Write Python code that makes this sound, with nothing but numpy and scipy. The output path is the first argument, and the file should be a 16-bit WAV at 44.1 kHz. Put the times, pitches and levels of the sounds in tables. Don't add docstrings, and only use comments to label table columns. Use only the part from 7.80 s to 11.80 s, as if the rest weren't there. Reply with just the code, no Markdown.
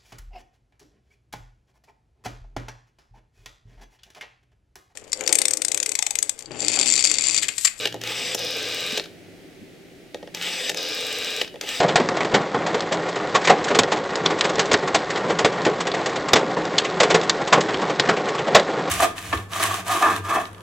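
import sys
import numpy as np
from scipy import signal
from scipy.fft import rfft, irfft, next_fast_len
from scipy.io import wavfile
from scipy.ndimage import uniform_filter1d, map_coordinates

SR = 44100
rng = np.random.default_rng(int(sys.argv[2]) if len(sys.argv) > 2 else 0)


def wav_out(sig):
    wavfile.write(sys.argv[1], SR, np.round(np.clip(np.atleast_2d(sig).T, -1, 1) * 32767).astype(np.int16))


N = 176400
T = np.arange(N) / SR
THUD_RISE_S = 0.0019

# (release [s], first contact tick [s], rest [s], rasp level [dB])
RUNS = [(-.6, .007, 0.057, -30.5), (0.567, 0.649, 1.18, -30.5), (2.953, 3.0298, 3.616, -30.5)]


def amp(db):
    return 10 ** (np.asarray(db) / 20)


def unit(x):
    return x / np.sqrt(np.mean(x ** 2) + 1e-20)


def along(points, hz):
    freqs, values = np.transpose(points)
    return np.interp(np.log(hz + 1), np.log(freqs + 1), values)


def curves(rows):
    times, *columns = np.transpose(rows)
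    return [np.interp(T, times, column) for column in columns]


def wobble(rate):
    return map_coordinates(rng.standard_normal(int(4 * rate) + 4), [T * rate], mode="nearest")


def filtered(x, response):
    size = next_fast_len(N + SR // 2)
    return irfft(rfft(x, size) * response(np.fft.rfftfreq(size, 1 / SR)), size)[..., :N]


def coloured(x, spectrum):
    return unit(filtered(x, lambda hz: amp(along(spectrum, hz))))


def burst(start, hold_s, decay_s, rise_s=.0012):
    t = T - start
    return np.exp(np.clip(2 * t / rise_s - 1, -60, 0) - np.clip((t - hold_s) / decay_s, 0, 60))


def room_air():
    # (frequency [Hz], relative level [dB])
    colour = [(12, -60), (20, -12), (59, -13.5), (90, -10), (141, -6.5), (181, -5.5), (233, -6), (317, 0),
              (355, -4.5), (386, 2), (419, -6.5), (775, -14.5), (996, -28), (2000, -16), (15800, -39)]
    # (time [s], level [dB])
    level = [(0, -45.5), (1.4, -45.5), (2.25, -47), (4, -45)]
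    # (frequency [Hz], correlation [ratio])
    likeness = [(60, 0.2), (180, 0.53), (550, 0.78), (1650, 0.34), (4970, 0.41), (15000, 0.58)]

    def mid_side_gains(hz):
        angle = np.arccos(along(likeness, hz)) / 2
        return amp(along(colour, hz)) * [np.cos(angle), np.sin(angle)]

    mid, side = filtered(rng.standard_normal((2, N)), mid_side_gains)
    return unit(np.array([mid + side, mid - side])) * amp(curves(level)[0] + 0.29 * wobble(9.4))


def wavering_tone(hz, db):
    gain = amp(db + 3.0 * wobble(7.88)) * np.sqrt(2)
    return gain * np.sin(2 * np.pi * np.cumsum(hz + .7 * wobble(10)) / SR)


def drone_and_hum(hum_hz=173.5):
    # (time [s], pitch [Hz], level [dB])
    drone = [(0, 112.7, -55), (.15, 115.4, -45.5), (.5, 115.9, -56), (.8, 114.6, -52), (1.25, 104, -65),
             (1.5, 99.5, -56), (1.85, 92.9, -65), (2.2, 84.8, -75), (4, 86, -78)]
    # (time [s], level [dB])
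    hum = [(0, -57), (2.35, -60.5), (2.55, -52.5), (2.95, -50), (3.15, -79), (4, -73)]
    return wavering_tone(*curves(drone)) + wavering_tone(hum_hz, curves(hum)[0])


def room(x, wall_t60_s=0.085):
    # (frequency [Hz], t60 [s])
    decay = [(200, 0.34), (2500, 0.37), (6000, 0.27), (14000, 0.43)]
    # (frequency [Hz], side gain [dB])
    width = [(150, 3), (500, -2.5), (1500, -6.5), (2100, -3), (3300, 0.5), (8500, 5), (10500, -21),
             (15000, -18)]
    freqs, t, spectra = signal.stft(rng.standard_normal((2, SR // 2)), SR, nperseg=256)
    tail = signal.istft(spectra * amp(-60 * t / along(decay, freqs)[:, None]), SR, nperseg=256)[1]
    walls = rng.standard_normal(tail.shape) * amp(-60 * np.arange(tail.shape[1]) / SR / wall_t60_s)
    answer = amp([[-11], [-21]]) * tail / np.linalg.norm(tail[0])
    answer += amp([[-14.5], [-18]]) * walls / np.linalg.norm(walls[0])
    delayed = np.pad(x, (SR // 400, 0))
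    mid, side = signal.fftconvolve(delayed[None], answer, axes=1)[:, :N]
    side = filtered(side, lambda hz: amp(along(width, hz)))
    return x + np.array([mid + side, mid - side])


def microphones(x):
    # (frequency [Hz], level [dB])
    lean = [(100, .3), (600, -1), (1200, -.2), (1900, -.6), (2500, 1.2), (4200, 2.6), (7500, 2), (9500, 0),
            (13000, .1), (15000, .7)]
    # (frequency [Hz], phase [rad])
    lead = [(30, -.2), (250, -1.07), (700, 0), (1700, 0), (2150, 0.56), (3300, 0.18), (6500, 0),
            (7600, 0.15), (9000, 0)]
    split = np.array([[.5], [-.5]])
    return filtered(x, lambda hz: amp(split * along(lean, hz)) * np.exp(1j * split * along(lead, hz)))


def table_bumps(t60_s=0.052):
    # (time [s], pitch [Hz], level [dB])
    bumps = [(1.127, 237, -24), (1.816, 205, -30.5), (1.827, 271, -34), (3.72, 397, -34), (3.745, 428, -31)]
    out = np.zeros(N)
    for start, hz, db in bumps:
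        t = np.maximum(T - start, 0)
        out += amp(db - 60 * t / t60_s) * (1 - np.exp(-t / THUD_RISE_S)) * np.sin(2 * np.pi * hz * t)
    return out


def knocks(low_cut_hz=228):
    # (time [s], contact length [s], thud [dB], clack [dB], snap [dB])
    hits = [(0.0542, 0.0045, -21, -18.5, -33), (0.0727, 0.0015, -26, -20, -31),
            (.125, .002, -40, -30.5, -41), (0.1427, 0.00096, -19.5, -34, -34.5),
            (.162, 0.0015, -28, -43, -58), (0.2142, 0.0021, -35, -28.5, -34),
            (0.237, 0.00052, -30.5, -23.5, -27), (0.274, 0.0012, -34, -24.5, -33),
            (.546, 0.0051, -19.5, -24.5, -22), (0.591, 0.00066, -31, -33, -25),
            (1.1738, 0.0066, -19.5, -23, -30), (1.197, 0.00097, -25, -21, -44),
            (1.239, 0.0042, -40, -36, -47), (1.256, 0.004, -38, -35.5, -58),
            (2.345, 0.00098, -21, -26, -44), (2.371, 0.0019, -46, -46, -67), (2.428, 0.0012, -26, -38, -67),
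            (2.473, 0.0043, -30, -44, -70), (2.5418, 0.0016, -57, -40, -54),
            (2.547, 0.0019, -36, -24, -28.5), (2.571, .002, -41, -32, -46),
            (2.613, 0.0013, -42, -24.5, -46), (2.623, 0.004, -44, -29, -33),
            (2.894, 0.0063, -20.5, -20.5, -26), (2.916, 0.0026, -26.5, -30, -38),
            (2.945, 0.0018, -26.5, -24.5, -31), (2.973, 0.0011, -48, -27.5, -25.5),
            (3.6138, 0.0029, -20.5, -15, -31), (3.623, 0.00094, -47, -38, -34),
            (3.646, 0.0025, -41, -31, -50), (3.676, 0.0048, -50, -35.5, -56),
            (3.741, .002, -31, -48.5, -52), (3.758, 0.00093, -28, -37.5, -57),
            (3.8114, 0.002, -30.5, -21.5, -31), (3.837, 0.00076, -27.5, -31.5, -40),
            (3.89, 0.00094, -30.5, -25, -26)]
    # (frequency [Hz], relative level [dB], t60 [s])
    modes = [(342, -11.5, 0.091), (425, -4.5, 0.056), (508.6, -0.5, 0.045), (561.3, -2.5, 0.043),
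             (655, -3.5, 0.032), (819, -7.5, 0.039), (1270, -16, 0.022), (1875, -11, 0.032)]
    # (frequency [Hz], relative level [dB])
    clack_colour = [(200, -8), (700, -5), (1050, -14.5), (1700, 1.5), (2200, -3.5), (2900, 6), (4000, -0.5),
                    (5800, -5), (7000, -18.5), (10000, -21), (15800, -37)]
    # (frequency [Hz], relative level [dB])
    snap_colour = [(1000, -5), (4000, -2), (5800, 11.5), (7000, 10), (10000, -5), (13000, 1), (15800, -12)]
    clack = coloured(rng.standard_normal(N), clack_colour)
    snap = coloured(rng.standard_normal(N), snap_colour)
    chatter, thuds = np.zeros(N), np.zeros(N + SR)
    t = np.arange(SR // 6) / SR
    for start, length, thud_db, clack_db, snap_db in hits:
        chatter += burst(start, length, decay_s=0.0017) * (amp(clack_db) * clack + amp(snap_db) * snap)
        ring = sum(amp(db + 1.6 * rng.standard_normal() - 60 * t / t60) * np.sin(2 * np.pi * hz * t)
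                   for hz, db, t60 in modes)
        onset = int((start + length / 2) * SR)
        thuds[onset:onset + len(t)] += amp(thud_db) * ring * (1 - np.exp(-t / THUD_RISE_S))
    low_cut = signal.butter(2, low_cut_hz, "high", fs=SR, output="sos")
    return signal.sosfilt(low_cut, chatter + thuds[:N])


def contact_ticks(gap_s=.0594, level_db=-25.5):
    # (frequency [Hz], relative level [dB])
    colour = [(1000, -18), (4500, -6), (5800, 10), (7000, -6), (8900, 5), (10200, -13), (12200, -1.5),
              (13300, -5.5), (14100, -6), (15000, -4), (15800, 4)]
    times = np.concatenate([np.arange(first, rest - gap_s / 2, gap_s) for _, first, rest, _ in RUNS])
    envelope = sum(amp(level_db + 1.4 * rng.standard_normal()) * burst(s, hold_s=0.00074, decay_s=.0011)
                   for s in times)
    return envelope * coloured(rng.standard_normal(N), colour)


def metal_works(x):
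    # (frequency [Hz], width [Hz], boost [dB])
    peaks = [(2930, 160, 4), (4020, 80, 3), (4920, 120, 4), (6000, 200, 3.5), (7450, 200, 2.5),
             (11250, 400, 5.5), (13150, 300, 1), (14650, 300, 1)]
    return filtered(x, lambda f: amp(sum(db / (1 + (2 * (f - hz) / bw) ** 2) for hz, bw, db in peaks)))


def gear_rasp(spectrum, impacts_per_s=2400, spread_db=3, grit_db=-3.5):
    grit = (rng.random(N) < impacts_per_s / SR) * np.sign(rng.standard_normal(N))
    grit *= amp(spread_db * rng.uniform(-0.94, 1, N))
    friction = rng.standard_normal(N)
    return coloured(friction + amp(grit_db) * unit(grit), spectrum)


def catching_teeth(x, depth_db=1.7):
    spectra = signal.stft(x, nperseg=512)[2]
    patches = uniform_filter1d(rng.standard_normal(spectra.shape), size=4, axis=0)
    patches = uniform_filter1d(patches, size=9, axis=1)
    return unit(signal.istft(spectra * amp(depth_db * unit(patches)), nperseg=512)[1][:N])


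def winding(tighten_s=0.13):
    # (time [s], level [dB])
    strokes = [
        [(.21, -45), (.245, -36), (.28, -30.5), (.32, -29.5), (.337, -34.5), (.355, -29.5), (.46, -29),
         (.543, -29.5), (.555, -55)],
        [(2.548, -39.5), (2.59, -38.5), (2.63, -30), (2.8, -29.5), (2.892, -30), (2.905, -61)],
        [(3.812, -37.5), (3.855, -37), (3.885, -29.5), (3.95, -30.5), (4.0, -30)],
    ]
    # (frequency [Hz], relative level [dB])
    slack_colour = [(88, -40), (150, -26), (347, -11), (512, -2.5), (647, -14.5), (866, -2), (1010, -18),
                    (1250, -6), (1380, -13), (1780, -5.5), (2680, -2), (2900, -2.5), (6320, -16),
                    (6970, -18), (7680, -17), (10300, -28.5), (15800, -25)]
    # (frequency [Hz], relative level [dB])
    tight_colour = [(88, -42), (150, -24), (175, -14.5), (226, -49), (249, -9.5), (308, -17), (382, -27),
                    (413, 0), (455, -13.5), (512, 2), (622, -18), (673, -7.5), (937, -18.5), (1140, -13),
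                    (1440, -16), (1650, -9), (2390, -2), (3200, -5.5), (3590, -0.5), (4280, -11),
                    (5100, -4.5), (6840, -18.5), (7830, -7.5), (9340, -25.5), (15800, -30.5)]
    slack = catching_teeth(gear_rasp(slack_colour))
    tight = catching_teeth(gear_rasp(tight_colour))
    out = np.zeros(N)
    for stroke in strokes:
        start, end = stroke[0][0], stroke[-1][0]
        loose = np.exp(-((T - start) / tighten_s) ** 2 / 2)
        rasp = loose * slack + np.sqrt(1 - loose ** 2) * tight
        out += amp(curves(stroke)[0]) * (T >= start) * (T <= end) * rasp
    return out * amp(0.63 * wobble(70))


def running_back(governor_hz=86.0, overshoot_hz=5.5, settle_s=.075):
    # (frequency [Hz], relative level [dB])
    early_colour = [(88, -50), (150, -23), (175, -15), (226, -29), (254, -9), (285, -41), (308, -1),
                    (375, -18), (502, 4), (647, -11), (786, -9), (1010, -19), (1520, -14.5), (1930, -13),
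                    (2390, -8.5), (3140, -10), (3590, -1.5), (4630, -10.5), (5000, -2.5), (6970, -19),
                    (10500, -30.5), (13500, -29.5), (15800, -33)]
    # (frequency [Hz], relative level [dB])
    late_colour = [(71, -31), (120, -12.5), (217, -48), (255, -4.5), (340, -10.5), (377, -30), (417, -5),
                   (491, 2), (640, -11), (769, -8.5), (1000, -16), (1180, -8), (1450, -13.5), (1570, -7),
                   (1890, -8), (2410, -1), (3210, -3.5), (3940, 1.5), (4280, -8.5), (5140, -6),
                   (6980, -17.5), (7580, -11.5), (9480, -27), (14600, -27.5), (15800, -30)]
    orders = np.array([5, 6, 7, 14, 18, 19, 27, 28, 33, 34, 42, 43, 47, 55])
    order_db = [-42, -48.5, -48.5, -48.5, -43, -48, -52, -38.5, -43.5, -47, -52, -52, -49, -57]
    spin_up_s, coast_s, unwind_s, jitter_rad = 0.019, 0.019, 0.26, 0.014
    early, late = gear_rasp(early_colour), gear_rasp(late_colour)
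    drift_hz = 0.099 * wobble(12)
    overtones = [amp(db - 0.5 + 2.1 * wobble(18)) * np.exp(1j * jitter_rad * order * wobble(60))
                 for order, db in zip(orders, order_db)]
    out = np.zeros(N)
    for release, _, rest, db in RUNS:
        age = np.maximum(T - release, 0)
        gate = np.clip(age / spin_up_s, 0, 1) * np.exp(-np.maximum(T - rest, 0) / coast_s)
        speed_hz = governor_hz + overshoot_hz * np.exp(-age / settle_s) + drift_hz
        angle = 2 * np.pi * np.cumsum(speed_hz) / SR
        wound = np.exp(-(age / unwind_s) ** 2)
        rasp = np.sqrt(wound) * early + np.sqrt(1 - wound) * late
        rub = 1 + 0.2 * np.cos(2 * angle) + .12 * np.cos(angle)
        whine = sum(np.real(overtone * np.exp(1j * (order * angle + 2 * np.pi * rng.random())))
                    for order, overtone in zip(orders, overtones))
        out += gate * (amp(db) * rub * rasp + (1 - 0.24 * wound) * whine)
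    return out


def scene():
    phone = metal_works(winding() + running_back()) + contact_ticks() + knocks() + table_bumps()
    return microphones(room(phone)) + room_air() + drone_and_hum()


def record(dry):
    return filtered(dry, lambda hz: hz < 15900)


dry = scene()
out = record(dry)
wav_out(out)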